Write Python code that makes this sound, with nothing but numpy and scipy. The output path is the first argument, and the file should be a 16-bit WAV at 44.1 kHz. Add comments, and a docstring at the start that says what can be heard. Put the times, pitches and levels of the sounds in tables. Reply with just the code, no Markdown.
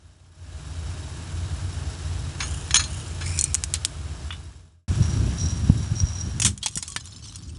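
"""Plastic scrubbing brushes crushed by a car creeping over damp asphalt: bodies crack, bristles rustle,
shells snap. This first run fades out. In the second a toy top whirrs on the road in gusts of wind
until the tyre bursts it and grinds the splinters. Each break is a snap and a tear that ring the plastic.
Low engine hum and tyre hiss under both runs; one close microphone."""
import sys
import numpy as np
from scipy import signal
from scipy.fft import rfft, irfft, next_fast_len
from scipy.io import wavfile
from scipy.ndimage import uniform_filter1d

SR = 44100
rng = np.random.default_rng(int(sys.argv[2]) if len(sys.argv) > 2 else 0)


def persist_wave(psi):
    """Save psi, clipped to +-1, as 16-bit WAV."""
    counts = np.round(np.clip(psi, -1, 1) * 32767).astype(np.int16)
    wavfile.write(sys.argv[1], SR, np.atleast_2d(counts).T)


N = 334498
TIME = np.arange(N) / SR
FADE_S, CUT_S = 4.23, 4.88  # first run starts to fade; second cuts in

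# top and splinters breaking: (time [s], level [dB], tear length [s], low tilt [dB], high tilt [dB])
TOP_BREAKS = [(6.3999, -20, 0.0011, -4, 7), (6.4185, -16.5, 0.012, -9.5, -1),
              (6.4485, -11.5, 0.014, -1.5, 4), (6.462, -15, 0.013, -5.5, 2.5),
              (6.6293, -26.5, 0.012, -10, -5), (6.661, -19.5, 0.00075, -14, 0),
              (6.664, -25, 0.0069, -11, -10), (6.756, -25, 0.00069, -25, 9), (6.7727, -22, 0.0076, 0.5, 8),
              (6.826, -26, 0.0055, -6, 2), (6.879, -29.5, 0.005, -8, 9), (6.9625, -23, 0.0034, -0.5, -3.5)]


def fractures(rows, modes, ring_db, scatter_db, bass_db, detune, brittle_s, shard_db, shard_hz, shard_t60_s,
              smother_db_per_s=0, snap_s=0.00065, uneven_db=3, scatter_s=0.004, shard_count=10):
    """Plastic breaks: a snap, then a run of tiny fractures, ringing the body and random shards."""
    out, t = np.zeros(N), np.arange(SR // 4) / SR
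    for s, db, tear_s, low_db, high_db in rows:
        snap_share = brittle_s / (brittle_s + tear_s)  # quicker break, more snap
        snap = unit(rng.choice([-1, 1], len(t)) * np.exp(-(t / snap_s) ** 2))
        fibres = evened(grains(6900, spread_db=4, size=len(t))) + rng.standard_normal(len(t))
        tear = unit(fibres * np.exp(-(t / tear_s) ** 2))
        scatter = unit(rng.standard_normal(len(t)) * np.exp(-t / (scatter_s + tear_s)))
        force = np.sqrt(snap_share) * snap + np.sqrt(1 - snap_share) * tear
        force += gain_of(scatter_db) * scatter
        ring = np.zeros(len(t))
        for (hz, mode_db, t60_s), (shift, weight) in zip(modes, rng.standard_normal((len(modes), 2))):
            mode = gain_of(-60 * t / t60_s) * np.sin(2 * np.pi * hz * (1 + detune * shift) * t)
            ring += gain_of(mode_db + uneven_db * weight) * unit(signal.fftconvolve(force, mode)[:len(t)])
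        pitches_hz = np.minimum(shard_hz * np.exp(0.5 * rng.standard_normal((shard_count, 1))), SR / 2)
        shard_modes = gain_of(-60 * t / shard_t60_s) * np.sin(2 * np.pi * pitches_hz * t).sum(0)
        shards = unit(signal.fftconvolve(force, shard_modes)[:len(t)])
        smothered_db = smother_db_per_s * (s - rows[0][0])
        crack = unit(force) + gain_of(ring_db - smothered_db) * unit(ring) + gain_of(shard_db) * shards
        # small pieces radiate little bass
        tilt = [(150, low_db + bass_db + 5.5), (600, low_db + bass_db), (1000, low_db - 1.5),
                (2000, low_db), (3300, 0.0025), (4600, 0), (7000, high_db + 5.5), (10500, high_db)]
        add(out, s, gain_of(db) * np.sqrt(SR / 100) * unit(colour(crack, tilt)))
    return out


def brush_cracks():
    """Brush bodies give way under the tyre."""
    # breaks: (time [s], level [dB], tear length [s], low tilt [dB], high tilt [dB])
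    cracks = [(2.404, -24, 0.012, 1, -15), (2.424, -27, 0.022, 4.5, -4.5), (2.708, -26, 0.0044, -3, -6),
              (2.743, -11, 0.0041, -6, -4), (2.757, -13.5, 0.0038, -5.5, -4.5),
              (2.765, -13.5, 0.005, -9, -5), (2.794, -20, 0.02, 0.5, -3.5), (2.838, -29, 0.0091, -16, -9),
              (3.21, -30.5, 0.02, -0.5, -11.5)]
    # body modes: (frequency [Hz], level [dB], t60 [s])
    modes = [(1754, -3.5, 0.099), (2410, -5.5, 0.07), (2710, -3.5, 0.06), (3450, -0.5, 0.025),
             (4000, -4, .06), (4220, 0.5, 0.11), (5310, -5.5, 0.061), (6500, 5, 0.042), (7040, 1, 0.06),
             (9300, 1.5, 0.026)]
    return fractures(cracks, modes, ring_db=0, scatter_db=-4, bass_db=-16.5, detune=0.012,
                     brittle_s=0.00046, shard_db=-11, shard_hz=3000, shard_t60_s=0.055)


def brush_clacks():
    """The last brush springs free of the tread and clacks on the road."""
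    # impacts: (time [s], level [dB], length [s], low tilt [dB], high tilt [dB])
    clacks = [(4.306, -31.5, 0.0031, 2, -21), (4.325, -35, 0.02, 1, -9)]
    # brush modes: (frequency [Hz], level [dB], t60 [s])
    modes = [(2910, -1, 0.066), (3530, 9, 0.016)]
    return fractures(clacks, modes, ring_db=-2.5, scatter_db=-6, bass_db=-25, detune=0.0091,
                     brittle_s=0.0026, shard_db=-14, shard_hz=2460, shard_t60_s=0.025)


def shell_snaps():
    """Flattened shells snap; the tread smothers their ring as it covers them."""
    # breaks: (time [s], level [dB], tear length [s], low tilt [dB], high tilt [dB])
    snaps = [(3.3902, -17, 0.0029, -18, 9), (3.4117, -18, .001, -15, 15), (3.4406, -15, 0.00094, -21, 13),
             (3.5445, -15, 0.0005, -5, 12.5), (3.5506, -19, 0.0005, -5.5, 7), (3.6382, -19, 0.00042, -8, 9),
             (3.7395, -18.5, 0.00072, -5, 6.5), (3.742, -25.5, 0.02, -4.5, -6),
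             (3.8497, -14.5, 0.0003, -14.5, 5)]
    # shell modes: (frequency [Hz], level [dB], t60 [s])
    modes = [(4310, 8.2, 0.11), (6000, 6, 0.038), (8430, 4.2, 0.031), (9600, 2.4, .03)]
    return fractures(snaps, modes, ring_db=-5.5, scatter_db=-7, bass_db=-19.5, detune=0.01,
                     brittle_s=0.0026, shard_db=-12, shard_hz=6600, shard_t60_s=0.0061,
                     smother_db_per_s=50)


def bristles(jitter=0.033, tension_per_s=0.62):
    """Bristles slip in clumps on the shells, whose resonances climb with the load."""
    # tyre on each brush: (start [s], length [s], level [dB], starting tension [x frequency])
    presses = [(2.37, 0.18, -41.5, 1.2), (2.835, 0.17, -42.5, 1.2), (3.216, 0.15, -36, .94)]
    # shell resonances: (frequency [Hz], width [Hz], level [dB])
    peaks = [(2360, 390, 1), (5470, 650, 0), (7400, 1100, -4), (8940, 600, -10)]
    slips = grains(2500, spread_db=2.5) * gain_of(3 * wander(90))
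    fizz = evened(colour(slips, [(800, -37), (2500, -11.5), (4300, -2), (6500, 5), (9500, 9.5),
                                 (11000, -5.5)]))
    tension = np.ones(N)
    for s, length_s, _, initial in presses:
        tension = np.where(TIME < s, tension, initial + tension_per_s * length_s * ramp(s, length_s))
    shells = resonate(slips, peaks, tension * (1 + jitter * wander(60)))
    return strokes(presses, attack_s=0.047, release_db_per_s=70) * evened(shells + fizz)


def top_burst(tick_s=0.0027, tick_low_db=-8, tick_high_db=7.5):
    """The tyre bursts the top; loose splinters tick under the tread."""
    # splinter ticks: (time [s], level [dB])
    ticks = [(6.4388, -34), (6.577, -35), (6.6837, -31), (6.711, -44), (6.7286, -47), (6.902, -35.5),
             (6.921, -35), (7.056, -40), (7.256, -42.5), (7.3575, -33)]
    # top's modes: (frequency [Hz], level [dB], t60 [s])
    modes = [(1145, -3, 0.16), (3390, 7, 0.057), (5740, 6, 0.041), (6870, 1, 0.03), (8940, 7, 0.031)]
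    breaks = TOP_BREAKS + [(s, db, tick_s, tick_low_db, tick_high_db) for s, db in ticks]
    return fractures(breaks, modes, ring_db=-14, scatter_db=-2, bass_db=-10, detune=0.034,
                     brittle_s=0.0012, shard_db=-9.5, shard_hz=4503, shard_t60_s=0.032)


def knocks():
    """Tip on a stone, tyre dropping, bent splinters twanging: one damped mode each."""
    # strikes: (time [s], peak [dB], frequency [Hz], t60 [s])
    strikes = [(6.002, -15.5, 5720, 0.036), (6.448, -25, 202.4, 0.34), (6.661, -24.5, 866, 0.034),
               (6.766, -19.5, 162, 0.03), (6.63, -24.5, 3300, 0.097), (6.89, -46.5, 1125, 0.24),
               (6.964, -30, 1740, 0.072)]
    out, t = np.zeros(N), np.arange(SR // 4) / SR
    for s, db, hz, t60_s in strikes:
        add(out, s, gain_of(db - 60 * t / t60_s) * np.sin(2 * np.pi * hz * t))
    return out


def splinters(centre_hz=6200, spread=0.36, ring_s=0.0082, grit_db=-4, count=48):
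    """Splinters tinkle, three modes each, over the crackle of grit beneath them."""
    # tread on the splinters: (start [s], length [s], level [dB])
    grinds = [(6.61, 0.49, -48.5), (7.22, 0.17, -47)]
    t, pings = np.arange(SR // 12) / SR, np.zeros(N)
    for pitch, damping in rng.standard_normal((count, 2, 3, 1)):
        hz = np.minimum(centre_hz * np.exp(spread * pitch), SR / 2)
        modes = np.exp(-t / (ring_s * np.exp(damping / 2))) * np.sin(2 * np.pi * hz * t)
        pings += signal.oaconvolve(grains(4, spread_db=3), unit(modes.sum(0)))[:N]
    crackle = grains(600, spread_db=4.5)
    grit = evened(colour(crackle, [(500, -21), (1150, 3), (2000, -9.5), (3300, 3), (10000, -2)]))
    level = strokes(grinds, attack_s=0.01, release_db_per_s=37) * gain_of(2 * wander(18))
    return level * (evened(pings) + gain_of(grit_db) * grit)


def spinning_top(smooth_db=-52):
    """The tip stutters over grit and rings the hollow body until the tyre reaches it."""
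    # rough patches: (start [s], length [s], level [dB])
    skitters = [(5.02, 0.1, -43), (5.38, 0.18, -37), (5.77, 0.076, -45), (5.95, 0.041, -37),
                (6.04, 0.074, -43), (6.145, 0.052, -37)]
    # body resonances: (frequency [Hz], width [Hz], level [dB])
    peaks = [(4020, 180, -12.5), (5730, 270, 1.5), (6160, 3500, -7)]
    chatter = grains(1200, spread_db=3) * gain_of(4 * wander(35))
    spinning = gain_of(smooth_db) * (TIME > CUT_S) * (TIME < TOP_BREAKS[0][0])
    level = spinning + strokes(skitters, attack_s=0.0035, release_db_per_s=192)
    return level * resonate(chatter, peaks)


def engine(firing_hz, hum_db=-4.5, rumble_db=-2, waver=0.01714, throb=0.4):
    """Wavering exhaust orders in rolling rumble."""
    # exhaust orders: (frequency [x firing rate], level [dB])
    orders = [(2 / 3, -14), (1, 0), (5 / 3, -12.5)]
    # rumble spectrum: (frequency [Hz], level [dB])
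    spectrum = [(18, -33), (30, -16), (69, 3), (86, 0.5), (97, -7), (113, -6), (149, -9), (195, -21),
                (305, -20), (500, -29.5), (650, -67.5), (1100, -120)]
    turns = np.cumsum(firing_hz * (1 + waver * wander(4.76))) / SR
    hum = sum(gain_of(db) * (1 + throb * wander(7.5)) * np.sin(2 * np.pi * (order * turns + rng.random()))
              for order, db in orders)
    rumble = evened(colour(rng.standard_normal(N), spectrum))
    level = (first_run(db=-29, idle_db=-49.5, pickup_s=0.56, screened_db=-4, fade_power=1.55)
             + second_run(db=-42.5, sag_db_per_s=1.5, lull_db=-49.5))
    return level * (gain_of(hum_db) * evened(hum) + gain_of(rumble_db) * rumble)


def belt_drive(waver=0.017):
    """Thin belt whines, wavering together; first run only."""
    # whines: (frequency [Hz], relative level [dB])
    tones = [(624.5, -62), (1631, -68)]
    warped_s = np.cumsum(1 + waver * wander(13)) / SR
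    whine = sum(gain_of(db) * np.sqrt(2) * np.sin(2 * np.pi * hz * warped_s) for hz, db in tones)
    return whine * first_run(db=1.5, idle_db=-13.5, pickup_s=0.23, screened_db=-4.5, fade_power=1.2)


def valves(firing_hz, relative_db=-9):
    """Valve gear patters unevenly, about once in three firings."""
    # valve gear resonances: (frequency [Hz], width [Hz], level [dB])
    peaks = [(3810, 150, 4), (5430, 710, 6.5), (7580, 510, 4), (10014, 150, 4)]
    phase = np.cumsum(firing_hz / 3 * (1 + 0.45 * wander(30))) / SR % 1
    ticks = rng.standard_normal(N) * (1 - phase / 2) ** 2 * gain_of(2 * wander(17))
    return treble_level() * gain_of(relative_db) * resonate(ticks, peaks)


def tyre_hiss(grit_db=-4, flutter_db=0.66):
    """Smooth hiss with ticks of grit leaving the tread."""
    # hiss spectrum: (frequency [Hz], level [dB])
    spectrum = [(250, -13.5), (480, -5), (630, 2.5), (800, 1), (1690, 0.5), (1950, -5.5), (3080, -2),
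                (3500, -4.5), (4800, -5), (7300, -5.5), (11000, -12.5)]
    drive = rng.standard_normal(N) + gain_of(grit_db) * evened(grains(700, spread_db=0.5))
    return treble_level() * gain_of(flutter_db * wander(30)) * evened(colour(drive, spectrum))


def wind(lumpy_db=1.5):
    """Eddies buffet the microphone: a dying breeze, short gusts, single thumps."""
    # eddy spectrum: (frequency [Hz], level [dB])
    spectrum = [(18, -36.5), (30, -17), (68, 2.5), (100, 3), (147, -6.5), (354, -22.5), (516, -37),
                (600, -35), (780, -66), (1320, -120)]
    # gusts: (time [s], level [dB], half length [s])
    gusts = [(4.911, -18.5, 0.015), (5, -19, 0.023), (5.205, -20.5, 0.097), (5.45, -23, 0.025),
             (5.704, -21.5, 0.074), (6.03, -20.5, 0.016), (6.268, -26.5, 0.027), (6.465, -24, 0.04),
             (7.52, -34, 0.056)]
    # single eddies: (time [s], relative level [dB], centre [Hz])
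    buffets = [(5.011, -11.5, 121), (5.7, -6, 139), (5.921, -17.5, 100), (6.037, -12, 84)]
    eddies = evened(colour(rng.standard_normal(N), spectrum))
    envelope = np.sqrt(uniform_filter1d(eddies ** 2, size=2200) + 1e-6)
    eddies = evened(eddies / envelope * gain_of(lumpy_db * wander(18)))
    breeze = second_run(db=-27.5, sag_db_per_s=1.5, lull_db=-43.5)
    swells = sum(gain_of(db) * np.exp(-((TIME - s) / half_s) ** 2 / 2) for s, db, half_s in gusts)
    thumps = np.zeros(N)
    for s, db, hz in buffets:
        phase_sq = (np.pi * hz * (TIME - s)) ** 2
        thumps += 2 * gain_of(db) * (1 - 2 * phase_sq) * np.exp(-phase_sq)
    return np.hypot(breeze, swells * (TIME > CUT_S)) * eddies + thumps


def car_echo(x, delay_s=0.0072, echo_db=-17, tail_db=-22, t60_s=0.21):
    """Adds a slap from the car's body and a faint outdoor tail."""
    t = np.arange(SR // 3) / SR
    response = gain_of(tail_db) * unit(rng.standard_normal(len(t)) * gain_of(-60 * t / t60_s))
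    add(response, delay_s, gain_of([echo_db]))
    return x + signal.fftconvolve(x, response)[:N]


def first_run(db, idle_db, pickup_s, screened_db, fade_power, roll_s=0.35, pass_s=3.3):
    """Car gain: grows from idle, dips as the passing wheel screens the car, fades out."""
    pace = 1 - np.exp(-np.maximum(TIME - roll_s, 0) / pickup_s)
    screen = gain_of(screened_db * ramp(pass_s, length_s=0.31))
    fade = (1 - ramp(FADE_S, CUT_S - FADE_S)) ** fade_power
    return (gain_of(idle_db) * (1 - pace) + gain_of(db) * pace) * screen * fade


def second_run(db, sag_db_per_s, lull_db, lull_s=6.4):
    """Background gain: cuts in, sags, drops to a lull as the top bursts."""
    lull = ramp(lull_s, length_s=0.15)
    return ramp(CUT_S, 0.003) * gain_of((1 - lull) * (db - sag_db_per_s * (TIME - CUT_S)) + lull * lull_db)


def treble_level():
    """Gain of hiss and valves through both runs."""
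    return (first_run(db=-43, idle_db=-62, pickup_s=0.42, screened_db=-3, fade_power=1.82)
            + second_run(db=-40, sag_db_per_s=4, lull_db=-59.5))


def strokes(rows, attack_s, release_db_per_s):
    """Gain of strokes (start [s], length [s], level [dB]): rise, hold, decay."""
    return np.max([ramp(s, attack_s) * gain_of(db - release_db_per_s * np.maximum(TIME - s - length_s, 0))
                   for s, length_s, db, *_ in rows], axis=0)


def ramp(start_s, length_s):
    """Linear rise, 0 to 1."""
    return np.clip((TIME - start_s) / length_s, 0, 1)


def resonate(x, peaks, stretch=1):
    """Steep resonances (frequency [Hz], width [Hz], level [dB]); stretch scales frequency."""
    out = np.zeros(N)
    for hz, width_hz, db in peaks:
        carrier = np.exp(2j * np.pi * np.cumsum(hz * stretch * np.ones(N)) / SR)
        pole = np.exp(-np.pi * width_hz / SR)
        baseband = signal.lfilter([1], [1, -2 * pole, pole * pole], x / carrier + 1e-18)
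        out += gain_of(db) * evened((carrier * baseband).real)
    return evened(out)


def colour(x, points):
    """Minimum-phase filter through (frequency [Hz], level [dB])."""
    size = next_fast_len(len(x) + 4096)
    hz, db = np.transpose(points)
    bins_hz = abs(np.fft.fftfreq(size, 1 / SR))
    log_gain = np.log(gain_of(np.interp(np.log(bins_hz + 1), np.log(hz + 1), db)))
    response = np.exp(np.conj(signal.hilbert(log_gain)))
    return np.fft.ifft(np.fft.fft(x, size) * response).real[:len(x)]


def grains(per_s, spread_db, size=N):
    """Random clicks, a few larger than the rest."""
    height = gain_of(spread_db * np.minimum(rng.exponential(1, size), 4))
    return height * rng.choice([-1, 1], size) * (rng.random(size) < per_s / SR)


def wander(rate_hz):
    """Slow noise up to rate_hz, rms 1."""
    hz = np.fft.rfftfreq(N, 1 / SR)
    return evened(irfft(rfft(rng.standard_normal(N)) / (1 + (hz / rate_hz) ** 4), N))


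def add(mix, s, sound):
    """Mixes a sound in at s seconds."""
    part = mix[round(s * SR):][:len(sound)]
    part += sound[:len(part)]


def gain_of(db):
    """Decibels to amplitude."""
    return 10 ** (np.asarray(db) / 20)


def evened(x):
    """Scales to rms 1."""
    return x / np.sqrt(np.mean(x ** 2) + 1e-20)


def unit(x):
    """Scales to energy 1."""
    return x / np.sqrt(np.sum(x ** 2) + 1e-20)


def scene(firing_hz=86.7):
    """Breaking plastic over car and wind."""
    breaks = brush_cracks() + brush_clacks() + shell_snaps() + top_burst()
    plastic = car_echo(breaks) + knocks() + bristles() + splinters() + spinning_top()
    car = engine(firing_hz) + belt_drive() + valves(firing_hz) + tyre_hiss()
    return (plastic + car + wind())[None]


def record(dry, low_cut_hz=42, edge_hz=11000, ceiling=0.85):
    """Microphone: low cut, then clipping of the loudest peaks, band-limited before and after."""
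    low_pass = signal.firwin(201, edge_hz, window=("kaiser", 8), fs=SR)[None]
    heard = signal.sosfilt(signal.butter(2, low_cut_hz, "highpass", fs=SR, output="sos"), dry)
    clipped = np.clip(signal.oaconvolve(heard, low_pass, "same"), -ceiling, ceiling)
    return signal.oaconvolve(clipped, low_pass, "same")


dry = scene()
out = record(dry)
persist_wave(out)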